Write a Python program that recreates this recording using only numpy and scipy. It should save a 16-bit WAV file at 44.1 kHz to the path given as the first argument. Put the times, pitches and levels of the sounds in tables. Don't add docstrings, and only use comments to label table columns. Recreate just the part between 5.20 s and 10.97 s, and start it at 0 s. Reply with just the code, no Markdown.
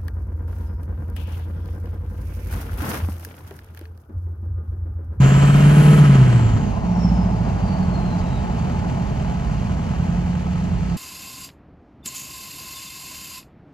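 import sys
import numpy as np
from scipy import signal
from scipy.fft import rfft, irfft
from scipy.io import wavfile
from scipy.ndimage import uniform_filter1d

SR = 44100
rng = np.random.default_rng(int(sys.argv[2]) if len(sys.argv) > 2 else 0)


def output_pcm(signal):
    pcm = np.clip(np.atleast_2d(signal).T, -1, 1) * 32767
    wavfile.write(sys.argv[1], SR, np.round(pcm).astype(np.int16))


N = 254456
T = np.arange(N) / SR
BIN_HZ = np.maximum(np.arange(N // 2 + 1) * SR / N, 1)
CYLINDERS = 8
LIFT_S, SHUT_S, CRUISE_S = 0.74, 1.535, 3.2

# time_s, firing_hz
ENGINE_SPEED = [(0, 132.2), (.15, 137.3), (.55, 147.7), (.75, 149.3), (.85, 143.7), (1.1, 122.5),
                (1.36, 106.3), (1.52, 106), (1.7, 119), (1.92, 114.5), (2.4, 102), (2.65, 95.5), (2.92, 92),
                (3.15, 84), (3.5, 79.5), (4.45, 80.6), (5.05, 88.2), (5.77, 88)]
# time_s, pitch_hz
TURBO_SPEED = [(0, 6750), (.25, 7550), (.56, 9900), (.68, 10150), (.8, 9800), (1.05, 8400), (1.18, 7850),
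               (1.25, 7150), (1.36, 7000), (1.5, 6500), (1.72, 5540), (2, 5160), (2.47, 4580), (2.77, 4235),
               (3.15, 3730), (3.6, 3450)]
# time_s, level_db
TYRE_LEVEL = [(0, -43), (1.1, -36.5), (2.3, -34), (3.7, -36), (5.77, -43)]


def undb(db):
    return 10 ** (np.asarray(db) / 20)


def unit(x):
    return x / np.sqrt(np.mean(x ** 2))


def curves(table):
    times, *columns = np.transpose(table)
    return np.squeeze([np.interp(T, times, column) for column in columns])


def response(points):
    hz, db = np.transpose(points)
    return undb(np.interp(np.log(BIN_HZ), np.log(hz), db))


def resonances(modes, at=BIN_HZ):
    return undb(sum(db / (1 + (2 * (at - hz) / width) ** 2) for hz, width, db in modes))


def colour(x, gain):
    return irfft(rfft(x) * gain, N)


def wander(rate_hz):
    return unit(colour(rng.standard_normal(N), np.exp(-np.minimum(BIN_HZ / rate_hz, 10) ** 2)))


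def flutter(rate_hz):
    return wander(rate_hz) + 1j * wander(rate_hz)


def swells(events, attack_s):
    return sum(undb(db) * np.clip(1 + (T - s) / attack_s, 0, 1) * np.exp(-np.maximum(T - s, 0) / decay)
               for s, db, decay in events)


def steady(x, window_s=0.056):
    power = uniform_filter1d(np.mean(x ** 2, axis=0), int(window_s * SR))
    return x * np.sqrt(power.mean() / power)


def place(x, pan_db):
    return x * undb(np.array([[pan_db], [-pan_db]]) / 2)


def cab(pair, gain):
    # pitch_hz, gain_db
    ear_width = [(60, -14), (130, -11.5), (220, -10), (380, -2), (700, 0), (1290, -1), (2600, -4),
                 (4400, -3.5), (8000, 2), (15000, -1)]
    # pitch_hz, gain_db
    ear_lean = [(60, -5), (130, -2), (220, -2), (400, 0.5), (700, 2.5), (1290, 3), (2400, -0.5), (4400, -5),
                (8000, 0.5), (15000, 2.5)]
    # pitch_hz, share
    ear_lead = [(150, 0.22), (430, 0.59), (690, 1), (1460, 0.92), (2000, 0.4), (2800, -0.77), (5300, -.6),
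                (7000, .75), (11000, .3)]
    mid, scattered = colour(pair, gain)
    lead = np.clip(np.interp(BIN_HZ, *np.transpose(ear_lead)), -1, 1)
    width = response(ear_width)
    side = colour(mid, 1j * lead * width) + colour(scattered, np.sqrt(1 - lead ** 2) * width)
    lean = np.sqrt(response(ear_lean))
    return np.array([colour(mid + side, lean), colour(mid - side, 1 / lean)]) / np.std(mid)


def cab_noise(gain):
    return cab(rng.standard_normal((2, N)), gain)


def throttle():
    return np.clip((SHUT_S - T) / (SHUT_S - LIFT_S), 0, 1)


def firings(cycle, jitter_s):
    on_time = np.flatnonzero(np.diff(np.floor(cycle * CYLINDERS)))
    timing, strength = rng.standard_normal((len(on_time), 2)).T
    return np.clip(on_time + (jitter_s * SR * timing).astype(int), 0, N - 1), strength


def exhaust(cycle, shake_db=-2.0, roughness=0.071, softening=0.28):
    # time_s, level_db
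    drone_level = [(0, -11.5), (.45, -11), (.75, -9.5), (.97, -11), (1.22, -15.5), (1.36, -18), (1.47, -32)]
    # order (waves per engine cycle), gain_db
    lope_tones = [(3, -24), (5, -32.5), (6, -25.5), (7, -22), (9, -14.5), (10, -18), (11, -15.5), (12, -21),
                  (13, -40), (14, -25.5), (15, -27), (16, -39), (18, -38), (19, -27.5), (21, -30),
                  (23, -36), (24, -29.5), (28, -40)]
    # pitch_hz, width_hz, gain_db
    pipe_modes = [(186.4, 13, 4), (242, 18, 6.5), (398, 22, 4.5), (451, 22, 10)]
    drone_db = curves(drone_level)
    firing = np.cos(2 * np.pi * CYLINDERS * cycle) * undb(shake_db * wander(25))
    cycle_hz = np.gradient(cycle) * SR
    lope = 0
    for order, db in lope_tones:
        softer_db = softening * (drone_db - drone_db.max()) * max(order / CYLINDERS - 1.5, 0)
        size = undb(db + softer_db) * resonances(pipe_modes, order * cycle_hz)
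        size *= 1 + roughness * wander(17)
        lope -= size * np.cos(2 * np.pi * order * cycle + np.pi / 4)
    return place(np.sqrt(2) * (firing + lope) * undb(drone_db), pan_db=0)


def combustion(pull_db=-26.5, coast_db=-47, cruise_db=-40.5):
    light_db = np.interp(T, [SHUT_S, CRUISE_S], [coast_db, cruise_db])
    return np.hypot(undb(pull_db) * throttle() ** 0.81, undb(light_db))


def clatter(cycle, ring_s=0.017, scatter_db=2.13, gas_db=-3, gas_above_hz=900):
    # pitch_hz, gain_db
    clatter_colour = [(150, 5.5), (280, 8), (430, 1), (520, 2), (1400, -4), (2300, -7.5), (3150, -10.5),
                      (3500, -18), (4400, -21), (5200, -23), (7500, -20.5), (9000, -38.5), (10500, -31.5),
                      (14500, -46.5)]
    # pitch_hz, width_hz, gain_db
    block_modes = [(440, 16, -1.5), (650, 14, 1), (910, 32, -8), (1000, 66, 5.5), (1180, 33, 1),
                   (1294, 43, 7.5), (1514, 29, 6.5), (1690, 32, 0.5), (2776, 47, 7), (3000, 54, 3.5),
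                   (3205, 40, 3), (4310, 71, 8)]
    # firing_hz, depth (0 to 1)
    throb_depth = [(80, .24), (100, .11), (130, .02)]
    at, strength = firings(cycle, jitter_s=0.00006)
    size = undb(scatter_db * strength)
    fade = np.exp(-T[:SR // 10] / ring_s)
    knocks = 0
    for k in range(CYLINDERS):
        blows = np.zeros((1, N))
        blows[0, at[k::CYLINDERS]] = size[k::CYLINDERS]
        ring = fade * rng.standard_normal((2, len(fade)))
        knocks += signal.oaconvolve(blows, ring, axes=1)[:, :N]
    gas = colour(rng.standard_normal((2, N)), 1 / (1 + (gas_above_hz / BIN_HZ) ** 4))
    depth = np.interp(curves(ENGINE_SPEED), *np.transpose(throb_depth))
    throb = depth * np.cos(np.pi * CYLINDERS * cycle - np.pi / 4)
    lope = 0.02 * throttle() * np.cos(2 * np.pi * cycle)
    block = response(clatter_colour) * resonances(block_modes)
    return cab(unit(knocks) + undb(gas_db) * gas, block) * combustion() * (1 + throb + lope)


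def turbo(gap_hz=165, clean_hz=3500, hissy_hz=6000, octave_db=-16.5, flicker_db=1):
    # time_s, lower_db, upper_db
    whistle_levels = [(0, -45.5, -58), (.6, -45, -51), (1.1, -54, -52), (1.27, -56, -64), (1.49, -54, -65),
                      (1.64, -76, -73), (1.74, -60, -64), (1.848, -49.5, -55), (1.95, -55, -65),
                      (2.38, -68, -70), (2.48, -54, -62), (2.63, -57, -57), (2.71, -61, -66),
                      (2.771, -57, -66), (2.87, -54.5, -62), (3, -60, -64), (3.15, -58, -55),
                      (3.26, -64, -69), (3.6, -74, -78)]
    # pitch_hz, width_hz, gain_db
    duct_modes = [(3780, 110, -2), (4236, 70, 9.5), (4680, 70, 6), (5365, 65, 6.5), (7430, 990, 5),
                  (8800, 1100, -7.5)]
    hz = curves(TURBO_SPEED)
    hiss_share = np.clip((hz - clean_hz) / (hissy_hz - clean_hz), 0, 1)
    wide_share = np.sqrt(throttle())
    whistle = 0
    for pitch, db in zip((hz, hz + gap_hz), curves(whistle_levels)):
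        tone = np.exp(2j * np.pi * np.cumsum(pitch) / SR)
        clear = 0.88 + 0.33 * np.array([flutter(65), flutter(65)])
        wide = np.array([flutter(800), flutter(800)])
        narrow = np.array([flutter(110), flutter(110)])
        hiss = np.sqrt(wide_share) * wide + np.sqrt(1 - wide_share) * narrow
        blend = np.sqrt(2 * (1 - hiss_share)) * clear + np.sqrt(hiss_share) * hiss
        octave = tone ** 2 * narrow * np.sqrt(1 - hiss_share) * undb(octave_db)
        whistle += np.real(tone * blend * resonances(duct_modes, pitch) + octave) * undb(db)
    return place(whistle * undb(flicker_db * wander(20)), pan_db=-3)


def intake(full_db=-46, flicker_db=1.5):
    # pitch_hz, gain_db
    rush_colour = [(4000, -24), (7000, -7), (8300, 10.5), (9100, -32), (9900, 7.5), (11500, 0.5),
                   (14000, 0), (15400, -13)]
    hz = curves(TURBO_SPEED)
    flow = (hz / hz.max()) ** 2.7 * throttle() ** 5
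    return cab_noise(response(rush_colour)) * flow * undb(full_db + flicker_db * wander(11))


def rumble(road_db=-23.5, shake_db=-20.5, shake_at_hz=117.4, shake_db_per_hz=-0.2825):
    # pitch_hz, gain_db
    rumble_colour = [(15, -42), (25, -20), (40, -3), (57, 0), (85, -1), (110, -1.5), (135, -1.5),
                     (190, 0.5), (215, -2.5), (270, -13), (330, -21), (420, -20.5), (520, -26.5),
                     (900, -62), (3000, -92)]
    tyre_db = curves(TYRE_LEVEL)
    road = undb(road_db + 0.3 * (tyre_db - tyre_db.max()))
    shake = undb(shake_db + shake_db_per_hz * (curves(ENGINE_SPEED) - shake_at_hz)) * throttle() ** 0.27
    return steady(cab_noise(response(rumble_colour))) * np.hypot(road, shake)


def boom(base_db=-33.5):
    # pitch_hz, gain_db
    boom_colour = [(40, -27), (50, -1.5), (57, 3.5), (62, -14), (72, -28)]
    # peak_s, level_db, decay_s
    boom_swells = [(.72, -32, .2), (1.92, -30, 0.3), (4.3, -18, 0.079), (5.51, -25, .12)]
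    top_hz = boom_colour[-1][0]
    level = np.hypot(swells(boom_swells, attack_s=0.044), undb(base_db))
    return cab_noise(response(boom_colour) * (BIN_HZ < top_hz)) * level


def tyres(patchy_db=0.9):
    # pitch_hz, gain_db
    tyre_colour = [(250, -4.5), (400, -1), (520, -6.5), (680, 2), (860, -3), (1050, -6), (1250, -11),
                   (1700, -18.5), (2400, -25), (5000, -51.5), (10000, -70)]
    # pitch_hz, width_hz, gain_db
    tread_modes = [(642, 8.6, 5.5), (854, 51, 5.5)]
    # peak_s, level_db, decay_s
    slaps = [(1.575, -29, 0.013), (1.76, -31, 0.012), (2.982, -32, 0.0059)]
    roar = undb(curves(TYRE_LEVEL) + patchy_db * wander(23))
    contact = np.hypot(roar, swells(slaps, attack_s=0.003))
    return cab_noise(response(tyre_colour) * resonances(tread_modes)) * contact


def wind(level_db=-50, gust_db=1):
    # pitch_hz, gain_db
    air_colour = [(900, -37), (1700, 5), (2800, 5.5), (3500, -4), (4500, 1), (5200, -4), (6300, -2.5),
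                  (7700, -10), (9000, -20), (11000, -17.5), (14500, -30)]
    return cab_noise(response(air_colour)) * undb(level_db + gust_db * wander(25))


def hum(cycle):
    # order (waves per engine cycle), gain_db
    hum_tones = [(4, -7.5), (7, 1), (8, -3.5), (11, -9), (12, -0.5), (13, -4.5), (14, -6), (15, -2.5),
                 (16, -3), (18, -11.5), (20, -14), (22, -19)]
    # pitch_hz, width_hz, gain_db
    cab_modes = [(55, 8, 11), (179, 20, 13)]
    # time_s, level_db
    hum_level = [(1.5, -44), (1.62, -33), (1.85, -26.5), (2.2, -30), (2.7, -30), (3.1, -38), (3.35, -31),
                 (4.2, -31), (4.65, -29), (5.77, -33.5)]
    cycle_hz = curves(ENGINE_SPEED) / CYLINDERS
    tones = 0
    for order, db in hum_tones:
        waver = 1 + 0.12 * flutter(5)
        size = undb(db) * resonances(cab_modes, order * cycle_hz)
        tones += size * np.real(waver * np.exp(2j * np.pi * (order * cycle + rng.random())))
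    return place(tones * undb(curves(hum_level)) * (1 - throttle()), pan_db=-2.5)


def ping(cycle, level_db=-41.5, scatter_db=3, softer_db_per_s=2.7):
    # pitch_hz, gain_db, decay_s
    ping_modes = [(657, -8, 0.0041), (766, -2.5, 0.0026), (853, 2.5, 0.0077), (985, -7, 0.0051)]
    at, strength = firings(cycle, jitter_s=0.0004)
    blows = np.bincount(at, undb(scatter_db * np.minimum(strength, 2)), N)
    blows -= blows.mean()
    t = T[:SR // 10]
    ring = sum(undb(db) * np.exp(-t / decay) * np.sin(2 * np.pi * hz * t) for hz, db, decay in ping_modes)
    delayed = np.roll(blows, SR // 500)
    pings = cab(np.array([blows, delayed]), rfft(ring, N))
    return pings * (1 - throttle()) * undb(level_db - softer_db_per_s * np.maximum(T - CRUISE_S, 0))


def trim():
    # pitch_hz, gain_db
    trim_colour = [(1500, -30), (3700, -25), (4350, 0), (4700, 2), (5300, -18), (6400, -6), (8500, -20),
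                   (14000, -34)]
    # peak_s, level_db, decay_s
    rattles = [(2.992, -52, .018), (3.39, -50, .022), (3.59, -54, .03), (4.32, -53.5, .02), (5.7, -52, .02)]
    return cab_noise(response(trim_colour)) * swells(rattles, attack_s=0.013)


def scene():
    cycle = np.cumsum(curves(ENGINE_SPEED)) / SR / CYLINDERS
    engine = exhaust(cycle) + hum(cycle) + clatter(cycle) + ping(cycle)
    return engine + turbo() + intake() + rumble() + boom() + tyres() + wind() + trim()


def record(dry, fade_s=0.004, ceiling=0.97, top_hz=15000):
    fades = np.clip(np.minimum(T, T[::-1]) / fade_s, 0, 1)
    rounded = dry / (1 + (dry / ceiling) ** 8) ** (1 / 8)
    return signal.sosfilt(signal.ellip(8, 0.2, 70, top_hz, fs=SR, output="sos"), fades * rounded)


dry = scene()
out = record(dry)
output_pcm(out)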